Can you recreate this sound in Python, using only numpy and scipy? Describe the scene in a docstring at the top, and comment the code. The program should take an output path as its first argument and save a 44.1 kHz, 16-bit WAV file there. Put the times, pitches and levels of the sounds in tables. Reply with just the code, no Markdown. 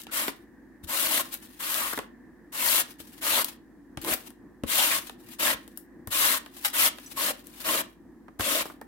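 """In a small kitchen a steel hand shredder is pushed down the cut face of a cabbage, thirteen strokes.
Bursting leaf cells make a dense crunch of random clicks, filtered by the blades, the steel plate and the head.
Ribs snap, tear and judder; the plate bumps on the head as a few damped modes and slides wetly back.
An appliance hums, rumbles and whirs throughout, and faint reflections follow the shredder."""
import sys
import numpy as np
from scipy import signal
from scipy.io import wavfile

SR = 44100
rng = np.random.default_rng(int(sys.argv[2]) if len(sys.argv) > 2 else 0)


def wrap_up_sound(samples):
    """Save the sound to the file named by the first command line argument, as 16-bit audio."""
    columns = np.atleast_2d(samples).T
    # keep every value between -1 and 1, then stretch to whole-number steps
    tamed = np.clip(columns, -1, 1)
    steps = np.round(tamed * 32767).astype(np.int16)
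    wavfile.write(sys.argv[1], SR, steps)


N = 391166  # length in samples
TIME = np.arange(N) / SR  # seconds

# The cutting strokes. Each row: start in seconds, length in seconds, time to bite in in seconds,
# crunch level in dB, place of the hardest push (0-1 of the stroke), then fizz, plate ring and head
# in dB relative to the crunch, and the rub as the plate runs out in dB; levels before layer trims.
CUTTING_STROKES = [ (0.108, 0.2, 0.024, -30.5, 0.44, 0, -7, -16, -58.5),
                   (0.867, 0.36, 0.031, -26.5, 0.61, 1, -9.5, -15.5, -45.5),
                   (1.589, 0.36, 0.015, -32.5, 0.47, 1, -6.5, -19, -64),
                   (2.519, 0.31, 0.0092, -25.5, 0.73, 1.5, -10, -19, -51),
                   (3.207, 0.23, 0.023, -26, 0.59, 0.5, -8, -17, -52),
                   (4.037, 0.12, 0.015, -30, 0.77, 1, -6, -7.5, -51),
                   (4.661, 0.34, 0.04, -23.5, 0.52, -2, -11, -20.5, -46.5),
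                   (5.384, 0.168, 0.019, -25.4, 0.48, -2, -8.5, -14, -59.5),
                   (6.102, 0.29, 0.02, -25, 0.5, 0, -8.5, -19, -57),
                   (6.726, 0.17, 0.011, -23, 0.66, 0, -9.5, -18.5, -52),
                   (7.157, 0.17, 0.02, -28, 0.54, -0.5, -8.5, -14.5, -54),
                   (7.626, 0.2, 0.039, -27, 0.59, -0.5, -7, -9, -61),
                   (8.389, 0.25, 0.01, -26.5, 0.54, -3.5, -10, -10.5, -49.5), ]
# Colour of bursting cells at the blades. Each row: frequency in Hz, relative density in dB per Hz.
CRUNCH_COLOUR = [(1500, -20.5), (2300, -9.5), (2800, 1), (3400, -2), (4400, -2.5), (6300, -5), (8000, -2),
                 (11500, -1), (13800, -1), (16000, -7)]


def amp(db):
    """Level to amplitude: 20 dB is a factor of ten."""
    return 10 ** (np.asarray(db) / 20)


def read(points, hz):
    """Interpolation over log frequency, the axis on which octaves are equally wide."""
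    f, value = np.transpose(points)
    return np.interp(np.log(hz + 1), np.log(f + 1), value)


def evened(pair):
    """Normalisation: scales a stereo pair so that the mean of its channels has rms 1."""
    return pair / np.sqrt(np.mean(pair.mean(0) ** 2) + 1e-20)


def add(mix, s, sound):
    """Superposition: adds a sound at s seconds, or at the very start if s is negative."""
    part = mix[:, max(round(s * SR), 0):][:, :sound.shape[-1]]
    part += sound[..., :part.shape[1]]


def colour(pair, spectrum, side=1, size=4096):
    """Minimum-phase filtering: the spectrum fixes a causal response; side scales the left-right tilt."""
    # Stereo tilt of the shredder. Each row: frequency in Hz, left over right in dB.
    tilt = [(200, -0.5), (700, 1), (1200, -2), (2500, -2.5), (3600, 8.5), (6300, 1), (10000, 7.5),
            (16000, 9.5)]
    hz = abs(np.fft.fftfreq(size, 1 / SR))
    octaves_below = np.maximum(np.log2(spectrum[0][0] / (hz + 1)), 0)
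    octaves_above = np.maximum(np.log2((hz + 1) / spectrum[-1][0]), 0)
    # past the ends of the table the gain falls 40 dB per octave
    db = np.maximum(read(spectrum, hz) - 40 * (octaves_below + octaves_above), -90)
    log_gain = np.log(amp(db + side * np.array([[.5], [-.5]]) * read(tilt, hz)))
    # the Hilbert transform of the log gain gives the minimum phase
    taps = np.fft.ifft(np.exp(np.conj(signal.hilbert(log_gain)))).real
    return signal.oaconvolve(pair, taps, axes=1)[:, :pair.shape[1]]


def wander(hz):
    """Band-limited random drift: straight lines between hz normal random values a second."""
    knots = rng.standard_normal(N // 20)
    return np.interp(TIME * hz, np.arange(len(knots)), knots)


def span(start, length, rise_s, fall_s):
    """Contact envelope: linear rise, hold and linear fall within one length."""
    return np.clip((TIME - start) / rise_s, 0, 1) * np.clip((start + length - TIME) / fall_s, 0, 1)


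def bursts(per_s, spread_db, clump_db, clump_hz):
    """Random impulse process: cells burst at per_s a second on average, their sizes drifting in clumps."""
    size = amp(spread_db * np.minimum(rng.exponential(1, N), 5) + clump_db * wander(clump_hz))
    clicks = size * rng.choice([-1, 1], N) * (rng.random(N) < per_s / SR)
    # each click reaches the right channel with a delay of its own
    lag = np.round(rng.uniform(.00003, .00036, N) * SR).astype(int)
    return np.array([clicks, np.bincount(np.arange(N) + lag, clicks)[:N]])


def ring(pair, t60, ring_db, moves_hz, count=12, size=4096):
    """Impulse response of wet steel: clicks excite noise tails that change as the contact jumps along the blade."""
    t = np.arange(size) / SR
    tails = rng.standard_normal((count, 2, size)) * amp(-60 * t / t60)
    tails *= amp(ring_db) / np.linalg.norm(tails, axis=2, keepdims=True)
    place = rng.integers(0, count, N // 20)[(TIME * moves_hz).astype(int)]
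    rung = sum(signal.oaconvolve(pair * (place == k), tails[k], axes=1)[:, :N] for k in range(count))
    return pair + rung


def appliance(hum_hz=50, hum_db=-66, rumble_db=-53, hiss_db=-77.5):
    """Steady sources: a mains sine, and filtered noise as a low rumble, a thin wavering whir and an even hiss."""
    # Rumble colour. Each row: frequency in Hz, relative density in dB per Hz.
    rumble_colour = [(25, -30), (50, -14), (75, -13.5), (140, -15), (190, -8), (245, -1), (305, -2.5),
                     (350, -3), (395, -16), (480, -16), (560, -22.5), (1000, -23.5), (1500, -34),
                     (2600, -46)]
    # Whir colour. Each row: frequency in Hz, relative density in dB per Hz.
    whir_colour = [(1300, -22), (1600, -6.5), (1800, 0), (1980, -9.5), (2250, -21.5)]
    # Mean whir level. Each row: time in seconds, level in dB.
    whir_course = [(0, -67), (2.4, -66.5), (3.7, -70.5), (4.5, -70.5), (6, -67), (8, -74), (8.87, -70.5)]
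    air = rng.standard_normal((8, N))
    # a shared noise holds the two channels partly together
    rumble = evened(colour(air[0] + .5 * air[1:3], rumble_colour, side=0))
    rumble *= amp(rumble_db + 1.5 * wander(14))
    whir = evened(colour(air[3] + 0.98 * air[4:6], whir_colour, side=0))
    whir *= amp(np.interp(TIME, *np.transpose(whir_course)) + 1.3 * wander(60))
    hum = amp(hum_db) * np.sqrt(2) * np.sin(2 * np.pi * hum_hz * TIME)
    return rumble + whir + hum + amp(hiss_db) * evened(air[6:])


def touches(release_s=0.017, runout_s=0.16, slide_edge_s=0.03, slide_swell_db=4.5):
    """Power addition of light contacts: the run-out of each cut, the slides back and the brushed shreds."""
    # The plate sliding back over the wet face. Each row: start in seconds, length in seconds,
    # level at mid-slide in dB before the rub trim.
    slides_back = [(1.387, 0.24, -58), (2.98, 0.24, -56.5), (5.173, 0.195, -59), (5.62, 0.17, -68.5),
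                   (6.505, 0.21, -49), (6.96, 0.36, -53), (7.427, 0.21, -55.5)]
    # The plate brushing loose shreds and leaf edges. Each row: middle in seconds,
    # length in seconds (two standard deviations), peak level in dB before the rub trim.
    rustles = [(0.0, 0.032, -36), (0.282, 0.02, -35), (0.842, 0.011, -44.5), (1.34, 0.032, -37),
               (1.443, 0.028, -50), (1.965, 0.026, -37), (2.907, 0.027, -50), (3.009, 0.025, -49.5),
               (3.493, 0.038, -48.5), (4.027, 0.019, -38.5), (4.266, 0.024, -48.5), (5.079, 0.024, -47.5),
               (5.342, 0.037, -50), (6.662, 0.032, -30), (7.121, 0.016, -40), (7.608, 0.042, -42.5)]
    power = np.zeros(N)
    for start, length, *_, runout_db in CUTTING_STROKES:
        runout = span(start + length - release_s, runout_s, release_s, runout_s)
        power += (amp(runout_db) * runout) ** 2
    for start, length, db in slides_back:
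        # the plate presses harder as the next stroke nears
        swell = slide_swell_db * np.clip((TIME - start) / length - .5, -.5, .5)
        power += (amp(db + swell) * span(start, length, slide_edge_s, slide_edge_s)) ** 2
    for middle, length, db in rustles:
        near = abs(TIME - middle) < 2 * length
        power[near] += (amp(db) * np.exp(-2 * ((TIME[near] - middle) / length) ** 2)) ** 2
    return np.sqrt(power)


def sliding(cling_s=0.014, cling_db=-9, rub_db=0.25):
    """Light friction as sparse impulses: blades tick over leaf edges; clinging shreds crackle on a little longer."""
    # Wet rub colour. Each row: frequency in Hz, relative density in dB per Hz.
    wet_colour = [(300, -18.5), (600, -1.5), (1100, 0), (2000, 1.5), (3300, 0.5), (6000, -3.5), (11000, -1),
                  (16000, -3)]
    ticks = bursts(per_s=1900, spread_db=3.0, clump_db=5.5, clump_hz=111)
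    rub = evened(colour(ring(ticks, t60=0.1, ring_db=3.5, moves_hz=70.4), wet_colour))
    crackles = bursts(per_s=130, spread_db=-0.5, clump_db=-2.0, clump_hz=30)
    shreds = evened(colour(ring(crackles, t60=0.014, ring_db=2, moves_hz=39.4), CRUNCH_COLOUR))
    contact = touches()
    # a one-pole smoother lets the crackle lag the contact
    keep = np.exp(-1 / (cling_s * SR))
    clinging = signal.lfilter([1 - keep], [1, -keep], contact)
    return amp(rub_db) * rub * contact + amp(cling_db) * shreds * clinging


def snaps(click=2.15, crack_s=0.0018, knock_s=0.0056, knock_db=2, rustle_s=0.029, rustle=0.13, size=4096):
    """Brittle fracture: a decaying noise burst as a rib gives way, a knock in the plate and a brief rustle."""
    # Ribs snapping, shreds flicking off and taps on the plate. Each row: time in seconds, crack peak in dB,
    # knock peak in dB before the knock trim, brightness in dB per octave.
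    snap_events = [(0.0682, -34.5, -39, -8.5), (0.2812, -21.5, -22.5, -4.5), (1.328, -26, -51, 2),
                   (1.3404, -19, -54, 11), (1.743, -15, -42, -1), (1.879, -26, -36, -8),
                   (1.9331, -20.5, -30, 3.5), (1.976, -22.5, -25.5, 2), (1.989, -23.5, -25, -5),
                   (3.0026, -31, -50, -1.5), (3.445, -13, -40, 2.5), (3.973, -28, -32.5, -5.5),
                   (4.0157, -28.5, -55, 3), (4.047, -24, -32, 0), (4.138, -17.5, -47, 6.5),
                   (4.3045, -34, -49.5, 2), (4.636, -31.5, -33, -5), (5.0959, -29.5, -37, -4.5),
                   (5.678, -38, -46.5, 2), (5.7744, -24, -48.5, 7.5), (6.0732, -25.5, -35.5, 2.5),
                   (6.4614, -34, -40.5, -5.5), (6.985, -34, -38, -7), (7.4698, -33, -66, 5.5),
                   (8.282, -54.5, -40, -8), (8.3954, -27, -26, 1), (8.408, -18.5, -23.5, -6),
                   (8.656, -32, -32, -1), (8.7, -47, -35, 8), (8.814, -34.5, -32.5, 3)]
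    # Plate knock colour. Each row: frequency in Hz, relative density in dB per Hz.
    knock_colour = [(120, -10), (300, 6.5), (600, 2), (1200, 3), (2000, -2.5), (3200, -26.5), (6000, -26)]
    out, t = np.zeros((2, N)), np.arange(size) / SR
    for s, peak_db, plate_db, bright_db in snap_events:
        spectrum = [(hz, db + bright_db * np.log2(hz / CRUNCH_COLOUR[0][0])) for hz, db in CRUNCH_COLOUR]
        tear = rng.standard_normal((3, size)) + click * (t == 0)
        decay = np.exp(-t / crack_s) + rustle * np.exp(-t / rustle_s)
        crack = colour(tear[:2] * decay, spectrum)
        knock = colour((tear[2] + 0.73 * tear[:2]) * np.exp(-t / knock_s), knock_colour)
        add(out, s, amp(peak_db) * crack / abs(crack.mean(0)).max())
        add(out, s, amp(plate_db + knock_db) * knock / abs(knock.mean(0)).max())
    return out


def judders(per_s=900, sharpness=6):
    """Stick-slip: a rib catches and slips at random moments, which keeps one resonance ringing."""
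    # Juddering ribs. Each row: middle in seconds (0.1 at the earliest, see add),
    # length in seconds (two standard deviations), pitch in Hz, level in dB.
    judder_events = [(0.005, 0.02, 1400, -50), (1.818, 0.067, 1110, -38), (1.938, 0.014, 1430, -34.5),
                     (3.358, 0.04, 3500, -32), (3.384, 0.033, 1120, -32), (3.387, 0.037, 592, -35),
                     (4.09, 0.059, 332, -33.5), (4.817, 0.025, 875, -34.5), (4.93, 0.025, 1900, -35),
                     (5.481, 0.02, 1790, -29.5), (5.488, 0.032, 1040, -30.5), (6.865, 0.023, 3380, -31),
                     (7.301, 0.029, 570, -35.5), (8.561, 0.04, 590, -60)]
    out = np.zeros((2, N))
    for s, length, hz, db in judder_events:
        t = np.arange(-.1, .1, 1 / SR)
        slips = rng.standard_normal((3, len(t))) * (rng.random(len(t)) < per_s / SR)
        drive = slips[:2] + slips[2] * (1000 / hz) ** 2  # low notes reach both channels alike
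        note = evened(signal.lfilter(*signal.iirpeak(hz, sharpness, fs=SR), drive))
        add(out, s + t[0], amp(db) * note * np.exp(-2 * (t / length) ** 2))
    return out


def tearing(tear_hz, octaves, cycles, per_s, runs_hz=45, hold=0.67, count=12):
    """Damped oscillators struck at random: thick ribs tear in short runs of pops, each of twelve pitches in turns."""
    out, t = np.zeros((2, N)), np.arange(1024) / SR
    for hz in tear_hz * 2 ** (octaves * np.linspace(-.5, .5, count)):
        pop = np.sin(2 * np.pi * hz * t) * np.exp(-t * hz / cycles) * np.sqrt(hz)
        run = np.maximum(wander(runs_hz) - hold, 0)  # only the crests of the drift sound
        pops = run * rng.standard_normal(N) * (rng.random(N) < per_s / SR)
        sound = signal.oaconvolve(pops, pop)[:N]
        out += [sound, np.roll(sound, rng.integers(2, 15))]
    return evened(out)


def pushes(arch_db=9.5, release_s=0.017, loose_s=0.036, fizz_follow=0.99, plate_follow=0.68, body_follow=0.58,
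           plate_rise_db=2.5, body_rise_db=4):
    """Force envelope: a stroke bites in, arches over its hardest push and lets go; four layers follow by share."""
    # Loosely packed leaves, which resist the cut less. Each row: middle in seconds, dip in dB.
    loose_leaves = [(0.25, -3.5), (1.085, -6), (3.338, -2.5), (4.885, -2.5), (7.76, -3)]
    gains = np.zeros((4, N))
    for start, length, bite_s, db, hardest, fizz_db, plate_db, body_db, _ in CUTTING_STROKES:
        gate = span(start, length, bite_s, release_s)
        cutting = gate > 0
        t = TIME[cutting]
        way = (t - start) / length
        arch = -arch_db * (2 * (way - hardest)) ** 2  # arch_db weaker half a stroke from the hardest push
        arch += sum(dip_db * np.exp(-((t - middle) / loose_s) ** 2) for middle, dip_db in loose_leaves)
        fizz = fizz_db + fizz_follow * arch
        # plate and head ring more as the stroke goes on
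        plate = plate_db + plate_follow * arch + plate_rise_db * (way - .5)
        body = body_db + body_follow * arch + body_rise_db * (way - .5)
        gains[:, cutting] += gate[cutting] * amp(db + np.array([arch, fizz, plate, body]))
    return gains


def shredding(uneven_db=0.83, uneven_hz=90, fizz_hz=7000):
    """One source, three paths: the same bursts are heard directly, through the plate and through the head."""
    # Steel plate colour. Each row: frequency in Hz, relative density in dB per Hz.
    plate_colour = [(600, -16.5), (800, -14), (950, -4.5), (1120, -2.5), (1350, -3.5), (2100, -3.5),
                    (2600, -11), (3400, -27)]
    # Cabbage head colour. Each row: frequency in Hz, relative density in dB per Hz.
    body_colour = [(90, -28.5), (170, -16.5), (240, -3.5), (315, 0), (410, -14), (500, -2), (595, 3),
                   (690, -1), (790, -23), (1100, -28.5)]
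    cells = bursts(per_s=11000, spread_db=2.0, clump_db=0.5, clump_hz=232.1)
    direct = evened(colour(ring(cells, t60=0.053, ring_db=-3.5, moves_hz=89.6), CRUNCH_COLOUR))
    ribs = tearing(tear_hz=2894, octaves=1.2, cycles=4.5, per_s=700) * amp([[1.5], [-1.5]])
    crunch = evened(direct + amp(-15) * ribs)
    # the fizz of the finest cells is the top of the crunch
    fizz = signal.sosfiltfilt(signal.butter(2, fizz_hz, "high", fs=SR, output="sos"), crunch)
    steel = evened(colour(ring(cells, t60=0.078, ring_db=-3, moves_hz=54.92), plate_colour))
    plate_ribs = tearing(tear_hz=1432, octaves=1.8, cycles=6.8, per_s=500)
    plate = evened(steel + amp(-6.5) * plate_ribs) * amp(-0.5)
    body = evened(colour(cells, body_colour)) * amp(-0.4)
    layers = (crunch - fizz, fizz, plate, body)
    cut = sum(layer * gain for layer, gain in zip(layers, pushes()))
    return cut * amp(uneven_db * wander(uneven_hz))  # the leaves resist unevenly


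def bumps(rise_s=0.0018, bump_db=-2.5, left_db=2.5):
    """Modal response of a heavy body: the head answers the plate with damped modes, lower ones dying more slowly."""
    # The plate bumping the head. Each row: time in seconds, peak in dB before the bump and channel trims,
    # pitch of the thud in Hz.
    landings = [(0.281, -43, 276), (0.835, -33.5, 78), (1.975, -32.5, 285), (3.001, -37.5, 280),
                (3.973, -27, 133), (4.116, -27.5, 235), (4.636, -18, 249), (5.544, -35.5, 212),
                (6.072, -29.5, 98.6), (8.395, -25.5, 94)]
    # Modes of the head. Each row: factor on the pitch, level in dB, cycles until it has died by 60 dB.
    head_modes = [(0.299, -13.5, 6), (0.599, -4, 5), (1, 4.5, 6.5), (2.1, 0, 11.5), (4.3, -10, 24.5)]
    out, t = np.zeros((2, N)), np.arange(SR // 4) / SR
    for s, peak_db, pitch in landings:
        thud = np.zeros(len(t))
        for factor, db, cycles in head_modes:
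            hz = pitch * factor
            thud += amp(db - 60 * hz * t / cycles) * np.sin(2 * np.pi * hz * t)
        thud *= 1 - np.exp(-t / rise_s)
        add(out, s, amp(peak_db + bump_db) * thud / abs(thud).max())
    return out * amp([[left_db], [-left_db]])


def pings(ping_db=-1, scrape_s=0.0035, per_s=2500):
    """Convolution of force and modes: a shred scrapes off a free blade, which rings briefly."""
    # Plucked blades. Each row: time in seconds, peak in dB before the ping trim.
    plucks = [(7.0604, -34)]
    # Modes of the blade. Each row: frequency in Hz, level in dB, t60 in seconds.
    blade_modes = [(5960, 1, 0.058), (6900, -11, 0.096), (7165, -20, 0.104), (7850, -2, 0.05)]
    out, t = np.zeros((2, N)), np.arange(SR // 5) / SR
    modes = sum(amp(db - 60 * t / t60) * np.sin(2 * np.pi * hz * t) for hz, db, t60 in blade_modes)
    for s, peak_db in plucks:
        scrape = rng.standard_normal(len(t)) * (rng.random(len(t)) < per_s / SR) * np.exp(-t / scrape_s)
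        ping = signal.fftconvolve(scrape, modes)
        add(out, s, amp(peak_db + ping_db) * ping / abs(ping).max())
    return out


def kitchen(pair, first_s=.005):
    """Reverberation: sparse random reflections, each band decaying exponentially at its own speed."""
    # Reverberation time of the room. Each row: frequency in Hz, t60 in seconds.
    room_decay = [(200, 0.23), (700, 0.31), (2000, 0.31), (5000, 0.25), (15000, 0.09)]
    taps = rng.standard_normal((2, SR // 2)) * (rng.random((2, SR // 2)) < .1)
    taps[:, :round(first_s * SR)] = 0
    hz, t, z = signal.stft(taps, SR, nperseg=256)
    tail = signal.istft(z * amp(-60 * t / read(room_decay, hz)[:, None]), SR)[1]
    source = pair + 0.61 * pair[::-1]  # each side also feeds the other
    return signal.fftconvolve(source, tail / np.linalg.norm(tail[0]), axes=1)[:, :N]


def scene():
    """Superposition of the shredder close by, its echo and the room's own sound."""
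    near = shredding() + judders() + sliding() + snaps() + bumps() + pings()
    return near + amp(-16) * kitchen(near) + appliance()


def record(dry, low_cut_hz=42, edge_hz=15950):
    """Band limiting: a high-pass cuts the bass and a linear-phase low-pass ends the treble."""
    lean = signal.sosfilt(signal.butter(4, low_cut_hz, "high", fs=SR, output="sos"), dry)
    taps = signal.firwin(401, edge_hz, window=("kaiser", 8), fs=SR)
    return signal.oaconvolve(lean, taps[None], "same", axes=1)


dry = scene()
out = record(dry)
wrap_up_sound(out)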